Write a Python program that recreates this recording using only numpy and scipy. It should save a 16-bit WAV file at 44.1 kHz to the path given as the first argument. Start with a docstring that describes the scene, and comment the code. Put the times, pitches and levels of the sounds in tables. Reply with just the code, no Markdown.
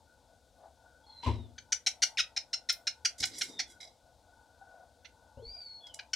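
"""A small room hums with a soft rush of air, then thin, arching bird whistles come in.
Two cockatiels are feeding on top of a wire cage: feathers and claws scuff the wires, feet thump
and set the cage ringing, and dry stalks snap. One bird scolds in a run of short, harsh chirps.
Each drops in pitch and turns rough as every second pulse of its voice weakens (period doubling).
More whistles and a few stray chirps follow, all with a short room echo."""
import sys
import numpy as np
from scipy import signal
from scipy.fft import rfft, irfft, next_fast_len
from scipy.io import wavfile
from scipy.ndimage import uniform_filter1d

SR = 44100
rng = np.random.default_rng(int(sys.argv[2]) if len(sys.argv) > 2 else 0)


def persist_wave(psi):
    """Save psi, clipped to +-1, as 16-bit WAV."""
    counts = np.round(np.clip(psi, -1, 1) * 32767).astype(np.int16)
    wavfile.write(sys.argv[1], SR, np.atleast_2d(counts).T)


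N = 271215
T = np.arange(N) / SR

# tone of the room's steady rush: frequency_hz, gain_db
AIR_TONE = [(20, -19.5), (40, -5), (70, 6), (170, -11), (270, -6), (420, -16), (500, -1.5), (880, -21.5),
            (1120, -25), (1500, -19.5), (1750, -29), (2900, -25.5), (3600, -18), (9000, -25), (15500, -38)]
# wavering bands on top of the rush: centre_hz, width_hz, gain_db
AIR_BANDS = [(691, 230, 5), (879, 137, 2), (1475, 70, -1)]
# how those bands swell and sink together: time_s, level_db
AIR_BANDS_LEVEL = [(0, -67), (.7, -68), (1.5, -65.5), (4.1, -64.5), (4.7, -63), (6.15, -63.5)]
# one list of points for each whistle: time_s, pitch_hz, level_db
WHISTLE_ARCHES = [
    [(1.05, 4300, -63), (1.19, 4097, -52.5), (1.34, 3975, -64.5), (1.45, 3610, -65.5), (1.52, 3230, -84)],
    [(1.03, 3340, -75), (1.14, 3390, -70), (1.18, 3300, -80)],
    [(3.44, 3790, -66), (3.58, 3640, -52.5), (3.76, 3260, -77)],
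    [(5.36, 2520, -81.5), (5.44, 3620, -71.5)],
    [(5.41, 4130, -74), (5.468, 4480, -49), (5.535, 4830, -49), (5.62, 4655, -47.5), (5.69, 4370, -51.5),
     (5.76, 4343, -55), (5.84, 4320, -73)],
    [(5.8, 3423, -65), (5.865, 3346, -51.5), (5.925, 2990, -62), (6.02, 2870, -69)],
]
# feathers and claws scuffing: peak_s, rise_s, decay_s, level_db, centre_hz, wire_ring_db, shudder_db
SCUFFS = [(1.235, 0.0055, 0.059, -46.5, 3000, 2, -57), (1.268, 0.0061, 0.024, -39.5, 2800, 2.5, -37),
          (3.204, 0.0083, 0.042, -38.5, 5700, 9, -58), (3.324, .012, 0.082, -50.5, 4300, 13, -60),
          (3.37, .016, 0.077, -48.5, 6640, 22, -63), (3.421, .0076, 0.022, -39.5, 7000, 20, -63),
          (3.5, 0.022, 0.031, -54.5, 6000, 18, -55), (3.7, .014, 0.029, -57.5, 7160, 18, -72),
          (3.807, 0.0024, 0.039, -47, 4560, 28, -74)]
# where the thin wires ring: centre_hz, width_hz, gain_db
WIRE_RINGS = [(2153, 83, -1), (3420, 74, -10), (3920, 110, -8), (5010, 140, -6), (5745, 43, -6.5),
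              (7210, 110, -12), (10460, 130, -15)]
# the rustle softens at the very top: frequency_hz, gain_db
RUSTLE_TONE = [(10500, 4.5), (15000, -2)]
# feet knocking on one part of the cage: start_s, cage_db, part_hz, part_db
FOOT_THUMPS = [(1.233, -65, 980, -37), (1.263, -32, 991, -30), (1.274, -23, 932, -33),
               (1.284, -34, 367.3, -36), (1.388, -34.5, 81, -47), (3.206, -46.5, 163, -51.5),
               (4.613, -72, 834, -48), (5.372, -45, 527, -46), (5.391, -55, 496, -45.5),
               (5.423, -62, 454, -43), (5.467, -61.5, 56.8, -43)]
# the notes of the whole cage: pitch_hz, gain_db, fade_60db_s
CAGE_NOTES = [(75.4, 0.5, 0.28), (108.3, -6, 0.45), (238.4, -2.5, 0.29), (385, -16.5, 0.24),
              (448, -20.5, 0.19), (817, -10.5, .2), (960, -7.5, .25)]
# scolding chirps (doubling runs from 0 to 1; throat_db and mouth_db are relative to the beak):
# start_s, length_s, level_db, doubling, throat_db, mouth_hz, mouth_db, beak_hz, hollow_hz
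SCOLD_CHIRPS = [ (1.58, 0.01, -43.5, 0.26, 3, 4300, -5, 6180, 2850),
                (1.7208, .011, -24.5, 0.42, -6, 4750, -10, 5880, 2690),
                (1.8626, .016, -24.5, 0.71, -7, 4190, -3, 5630, 3650),
                (2.02, 0.02, -22.5, 0.46, -3.5, 4650, -2.5, 5650, 2560),
                (2.172, .038, -27, 0.23, 1.5, 3720, -4, 5130, 7700),
                (2.363, 0.016, -29.5, .72, -7, 4170, -6.5, 5220, 3330),
                (2.53, 0.015, -29, 0.25, -8.5, 4200, -5, 5190, 3320),
                (2.6886, 0.018, -26, .37, -2.5, 4130, -4.5, 5200, 2790),
                (2.8693, .011, -27, 0.33, -2.5, 4130, -1.5, 5260, 3130),
                (3.0487, 0.013, -24, 0.3, -1.5, 4750, 1, 5700, 3700),
                (3.227, .016, -27, 1, 0.5, 4040, -3.5, 5160, 2610),
                (3.4101, .012, -28.5, 0.4, -1, 4200, -3, 5500, 4900),
                (3.59, 0.017, -30, 0.99, 0.5, 4570, 0, 5360, 2990),
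                (5.046, 0.014, -51, 0.69, 11, 4200, 1.5, 5750, 5110),
                (5.9895, .008, -40, 0.43, 16, 3930, -0.5, 4470, 3320),
                (6.132, 0.0081, -27.5, 0.37, -2, 4410, -9.5, 5500, 3800)]
# where the bird's throat rings: centre_hz, width_hz, gain_db
THROAT_RINGS = [(1296, 210, 2), (2090, 820, 3), (3175, 1460, 0.5)]
# how well the open beak sends out sound: frequency_hz, gain_db
BEAK_TONE = [(450, -12), (740, 5), (1120, -16.5), (1450, -0.5), (2000, -1), (6200, 1.5), (7100, -4.5),
             (7900, -8.5), (9000, -5.5), (10800, -16.5), (11900, -12), (13000, -25), (15000, -34.5)]
# where the scolding bird stands: time_s, left_minus_right_db
SCOLD_PAN = [(1.6, 2.5), (2.5, 1), (3.6, -2.5), (5.05, -7.5), (6, 2)]
# dry stalks snapping: peak_s, level_db, centre_hz
STALK_SNAPS = [(2.726, -42.5, 14300), (3.184, -45.5, 7100), (3.257, -30.5, 7050), (3.386, -36.5, 7750),
               (5.87, -50, 4480), (5.944, -45, 7000)]
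# first echoes off the nearest hard surfaces: delay_s, gain
FIRST_ECHOES = [(.00048, 0.054), (.00135, 0.023), (.00205, .18)]
# how long the walls echo: frequency_hz, fade_60db_s
ROOM_FADE = [(250, 0.56), (1000, 0.26), (2500, 0.19), (6000, 0.14), (12000, 0.3)]
# how much the echoes differ between left and right: frequency_hz, side_db
ECHO_WIDTH = [(100, -6.5), (1500, -10.5), (4000, -4.5), (8000, -1.5)]


def undb(db):
    """Turn decibels into a gain."""
    return 10 ** (np.asarray(db) / 20)


def unit(x):
    """Scale a sound to an average (rms) level of 1."""
    return x / np.sqrt(np.mean(x ** 2) + 1e-20)


def pan(x, pan_db):
    """Make the left channel pan_db louder than the right."""
    return undb(np.array([[pan_db], [-pan_db]]) / 2) * x


def widen(mid, side):
    """Make stereo: add the side sound on the left, subtract it on the right."""
    return mid + side * np.array([[1], [-1]])


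def add(out, start_s, x, pan_db):
    """Mix a sound into both channels from start_s on."""
    i = int(start_s * SR)
    x = x[..., :N - i]
    out[:, i:i + x.shape[-1]] += pan(x, pan_db)


def resonate(x, hz, width_hz):
    """Let through a band around hz; the narrower it is, the longer it rings."""
    hz = min(hz, .45 * SR)
    return signal.lfilter(*signal.iirpeak(hz, hz / min(width_hz, SR / 4), SR), x)


def colour(x, points):
    """Shape the tone along a curve of (frequency_hz, gain_db) points."""
    hz, db = np.transpose(points)
    size = 2 * next_fast_len(x.shape[-1])
    f = np.arange(size // 2 + 1) * SR / size
    gain = undb(np.interp(np.log(f + 1), np.log(hz), db))
    # folding the cepstrum keeps the filter from ringing before the sound starts
    cepstrum = irfft(np.log(gain))
    cepstrum[1:size // 2] *= 2
    cepstrum[size // 2 + 1:] = 0
    return irfft(rfft(x, size) * np.exp(rfft(cepstrum)))[..., :x.shape[-1]]


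def wander(t, rate_hz):
    """Drift at random around zero, typically by about 1."""
    knots = rng.standard_normal(int(t[-1] * rate_hz) + 2)
    return np.interp(t * rate_hz, np.arange(len(knots)), knots)


def swell(t, rise_s, decay_s):
    """Grow for three rise times, then die away."""
    since_peak = t - 3 * rise_s
    return np.exp(np.minimum(since_peak / rise_s, -since_peak / decay_s))


def noise_band(samples, hz, width_hz):
    """Noise filtered twice to a band around hz."""
    return unit(resonate(resonate(rng.standard_normal(samples), hz, width_hz), hz, width_hz))


def room_air(steady_db=-67.5, side_db=-14, flutter_db=7):
    """A steady rush and hiss, with three low bands wavering on top."""
    mid, side = (undb(steady_db) * unit(colour(rng.standard_normal(N), AIR_TONE)) for _ in range(2))
    bands = sum(noise_band(N, hz, width) * undb(db + flutter_db * wander(T, 9.3))
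                for hz, width, db in AIR_BANDS)
    bands = unit(bands) * undb(np.interp(T, *np.transpose(AIR_BANDS_LEVEL)))
    return pan(widen(mid + bands, undb(side_db) * side), pan_db=5)


def whistle(arch, hiss_db=-27, undertone_db=-27, smooth_s=0.05):
    """A thin, fluttering tone glides along, with a little breath and a hoarse trace an octave below."""
    times, hz, db = np.transpose(arch)
    t = np.arange(int((times[-1] - times[0]) * SR)) / SR
    glide = uniform_filter1d(np.interp(times[0] + t, times, hz), int(smooth_s * SR), mode="nearest")
    phase = 2 * np.pi * np.cumsum(glide * (1 + .007 * wander(t, 900))) / SR
    flutter = undb(2.5 * wander(t, 70)) * (1 + .5 * wander(t, 300))
    tone = unit(np.sin(phase) * flutter)
    undertone = unit(np.sin(phase / 2) * wander(t, 400))
    breath = unit(resonate(rng.standard_normal(len(t)), hz=4200, width_hz=3000))
    level = undb(np.interp(times[0] + t, times, db)) * signal.windows.tukey(len(t), .1)
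    return level * (tone + undb(undertone_db) * undertone + undb(hiss_db) * breath)


def rustle(rise_s, decay_s, hz, wire_db):
    """A swell of tiny scrapes that catch and slip, and set the wires ringing."""
    t = np.arange(SR // 2) / SR
    grains = rng.standard_normal(len(t)) * undb(4.5 * wander(t, 1200) + 2.5 * wander(t, 220))
    grains = resonate(grains, hz, width_hz=0.84 * hz)
    wires = sum(undb(db) * resonate(grains, f, width) for f, width, db in WIRE_RINGS)
    scrape = resonate(grains, hz, width_hz=0.64 * hz)
    return unit(colour(scrape + undb(wire_db) * wires, RUSTLE_TONE)) * swell(t, rise_s, decay_s)


def wide_rustle(rise_s, decay_s, hz, wire_db, side_db=-9):
    """Scrapes come from all around the bird, so left and right differ a little."""
    mid, side = (rustle(rise_s, decay_s, hz, wire_db) for _ in range(2))
    return widen(mid, undb(side_db) * side)


def cage_shudder(rise_s, decay_s, linger=2.3):
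    """The cage rattles low under scuffing feet, for longer than the scuff itself."""
    t = np.arange(SR // 2) / SR
    return noise_band(len(t), hz=270, width_hz=340) * swell(t, rise_s, linger * decay_s)


def foot_thump(cage_db, part_hz, part_db, push_s=0.0054, part_rise_s=0.0011, part_decay_s=0.024):
    """A soft push rings the whole cage; the part under the foot rings briefly."""
    t = np.arange(SR // 2) / SR
    push = t / push_s * np.exp(-t / (push_s / 8))
    ring = sum(undb(db - 60 * t / fade_s) * np.cos(2 * np.pi * hz * t) for hz, db, fade_s in CAGE_NOTES)
    cage = signal.fftconvolve(ring, push / push.sum())[:len(t)]
    wobbling_hz = part_hz * (1 + 0.084 * wander(t, 203))
    part = np.sin(2 * np.pi * np.cumsum(wobbling_hz) / SR)
    part_level = (1 - np.exp(-t / part_rise_s)) * np.exp(-t / part_decay_s)
    return undb(cage_db) * cage + undb(part_db) * part * part_level


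def voice_box(t, length_s, start_hz, end_hz, doubling, jitter=.09, growl=.75, release_s=.0038):
    """The bird's voice box (syrinx) snaps open on a high note, then slackens and turns rough."""
    progress = np.minimum(t / length_s, 1)
    rough = doubling * np.interp(progress, [0, .6], [.45, 1.4])
    glide = end_hz + (start_hz - end_hz) * (1 - progress) ** 2.2
    # the harsher the call, the less even its pulses and the more breath in it
    hz = glide * (1 + jitter * np.sqrt(rough) * wander(t, 890))
    phase = 2 * np.pi * np.cumsum(hz) / SR
    harmonics = np.arange(1, 13)[:, None]
    pulses = unit(np.sum(np.cos(harmonics * phase) * (harmonics * hz < 15800), axis=0))
    # strong and weak pulses take turns, which adds a growl an octave below
    alternation = doubling * np.minimum(4 * progress, 2) * np.cos(phase / 2)
    pulses = pulses * (1 + alternation) + growl * doubling * alternation
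    breath = rough * rng.standard_normal(len(t)) * (1 + np.cos(phase))
    release = np.exp(-np.maximum(t - 0.89 * length_s, 0) / release_s)
    pressure = np.interp(progress, [0, .4], [.65, 1]) * release
    return (pulses + breath) * pressure / np.hypot(1, rough)


def chirp(length_s, level_db, doubling, throat_db, mouth_hz, mouth_db, beak_hz, hollow_hz):
    """The voice rings the throat and mouth, then the opening beak; one band drops out, leaving a hollow."""
    t = np.arange(SR // 8) / SR
    usual_length_s, usual_db = 0.0172, -27.5
    # a longer chirp starts higher, ends lower and begins with the beak more nearly shut
    stretch = length_s / usual_length_s
    start_hz, end_hz = 2132 * stretch ** .28, 1369.5 * stretch ** -.12
    shut_db = -5.5 * stretch * (1 - np.minimum(t / length_s, 1))
    source = voice_box(t, length_s, start_hz, end_hz, doubling)
    throat = sum((-1) ** i * undb(db) * resonate(source, hz, width)
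                 for i, (hz, width, db) in enumerate(THROAT_RINGS))
    mouth = resonate(source, mouth_hz, width_hz=340)
    beak = resonate(source * undb(shut_db), beak_hz, width_hz=340)
    voice = undb(throat_db) * unit(throat) + undb(mouth_db) * unit(mouth) + unit(beak)
    voice = voice - resonate(voice, hollow_hz, width_hz=420)
    call = unit(colour(voice, BEAK_TONE)) * np.sqrt(length_s / t[-1])
    treble_db = level_db - usual_db  # louder chirps are brighter
    return undb(level_db) * colour(call, [(6000, 0.0095), (9000, treble_db)])


def stalk_snap(rise_s, hz):
    """A dry stalk breaks under beak or claw: a very short rustle that rings the wires."""
    return wide_rustle(rise_s, 0.0061, hz, wire_db=11)


def bounce(x):
    """Add the first echoes, which boost some pitches and weaken others."""
    return x + sum(gain * np.array([np.interp(T - delay_s, T, channel, left=0) for channel in x])
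                   for delay_s, gain in FIRST_ECHOES)


def room_echo(dry, near_db=-9, near_decay_s=0.02, tail_db=-12):
    """Echoes only: a quick cluster from cage and shelf, then a short tail from the walls."""
    t = np.arange(SR // 2) / SR
    hz, fades_s = np.transpose(ROOM_FADE)
    f = np.fft.rfftfreq(len(t), 1 / SR)
    spectrum = rfft(rng.standard_normal((2, len(t))))
    bands = (irfft(spectrum * np.interp(f, hz, share), len(t)) for share in np.eye(len(hz)))
    tail = sum(band * undb(-60 * t / fade_s) for band, fade_s in zip(bands, fades_s))
    tail *= np.minimum(t / 0.015, 1)
    spikes = rng.standard_normal((2, len(t))) ** 3
    near = spikes * np.exp(-t / near_decay_s) * np.minimum(t / .003, 1)
    mid, side = (undb(near_db) * unit(near) + undb(tail_db) * unit(tail)) / np.sqrt(len(t))
    return signal.fftconvolve(dry, widen(mid, colour(side, ECHO_WIDTH)), axes=1)[:, :N]


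def scene(cage_pan_db=5, rustle_pan_db=-2, cage_echo_db=-5, snap_rise_s=0.002):
    """Place the birds and their cage in the room."""
    birds, cage = np.zeros((2, 2, N))
    for arch in WHISTLE_ARCHES:
        add(birds, arch[0][0], whistle(arch), pan_db=1)
    for peak_s, rise_s, decay_s, db, hz, wire_db, shudder_db in SCUFFS:
        start_s = peak_s - 3 * rise_s
        add(birds, start_s, undb(db) * wide_rustle(rise_s, decay_s, hz, wire_db), rustle_pan_db)
        add(cage, start_s, undb(shudder_db) * cage_shudder(rise_s, decay_s), cage_pan_db)
    for start_s, *knock in FOOT_THUMPS:
        add(cage, start_s, foot_thump(*knock), cage_pan_db)
    for start_s, *call in SCOLD_CHIRPS:
        add(birds, start_s, chirp(*call), pan_db=np.interp(start_s, *np.transpose(SCOLD_PAN)))
    for peak_s, db, hz in STALK_SNAPS:
        add(birds, peak_s - 3 * snap_rise_s, undb(db) * stalk_snap(snap_rise_s, hz), rustle_pan_db)
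    birds = bounce(birds)
    # thin wires send little sound into the room, so the thumps stay close, with less echo
    return birds + cage + room_echo(birds + undb(cage_echo_db) * cage) + room_air()


def record(dry, top_hz=15800):
    """Cut off the very highest treble."""
    return signal.sosfilt(signal.ellip(10, .2, 70, top_hz, fs=SR, output="sos"), dry)


dry = scene()
out = record(dry)
persist_wave(out)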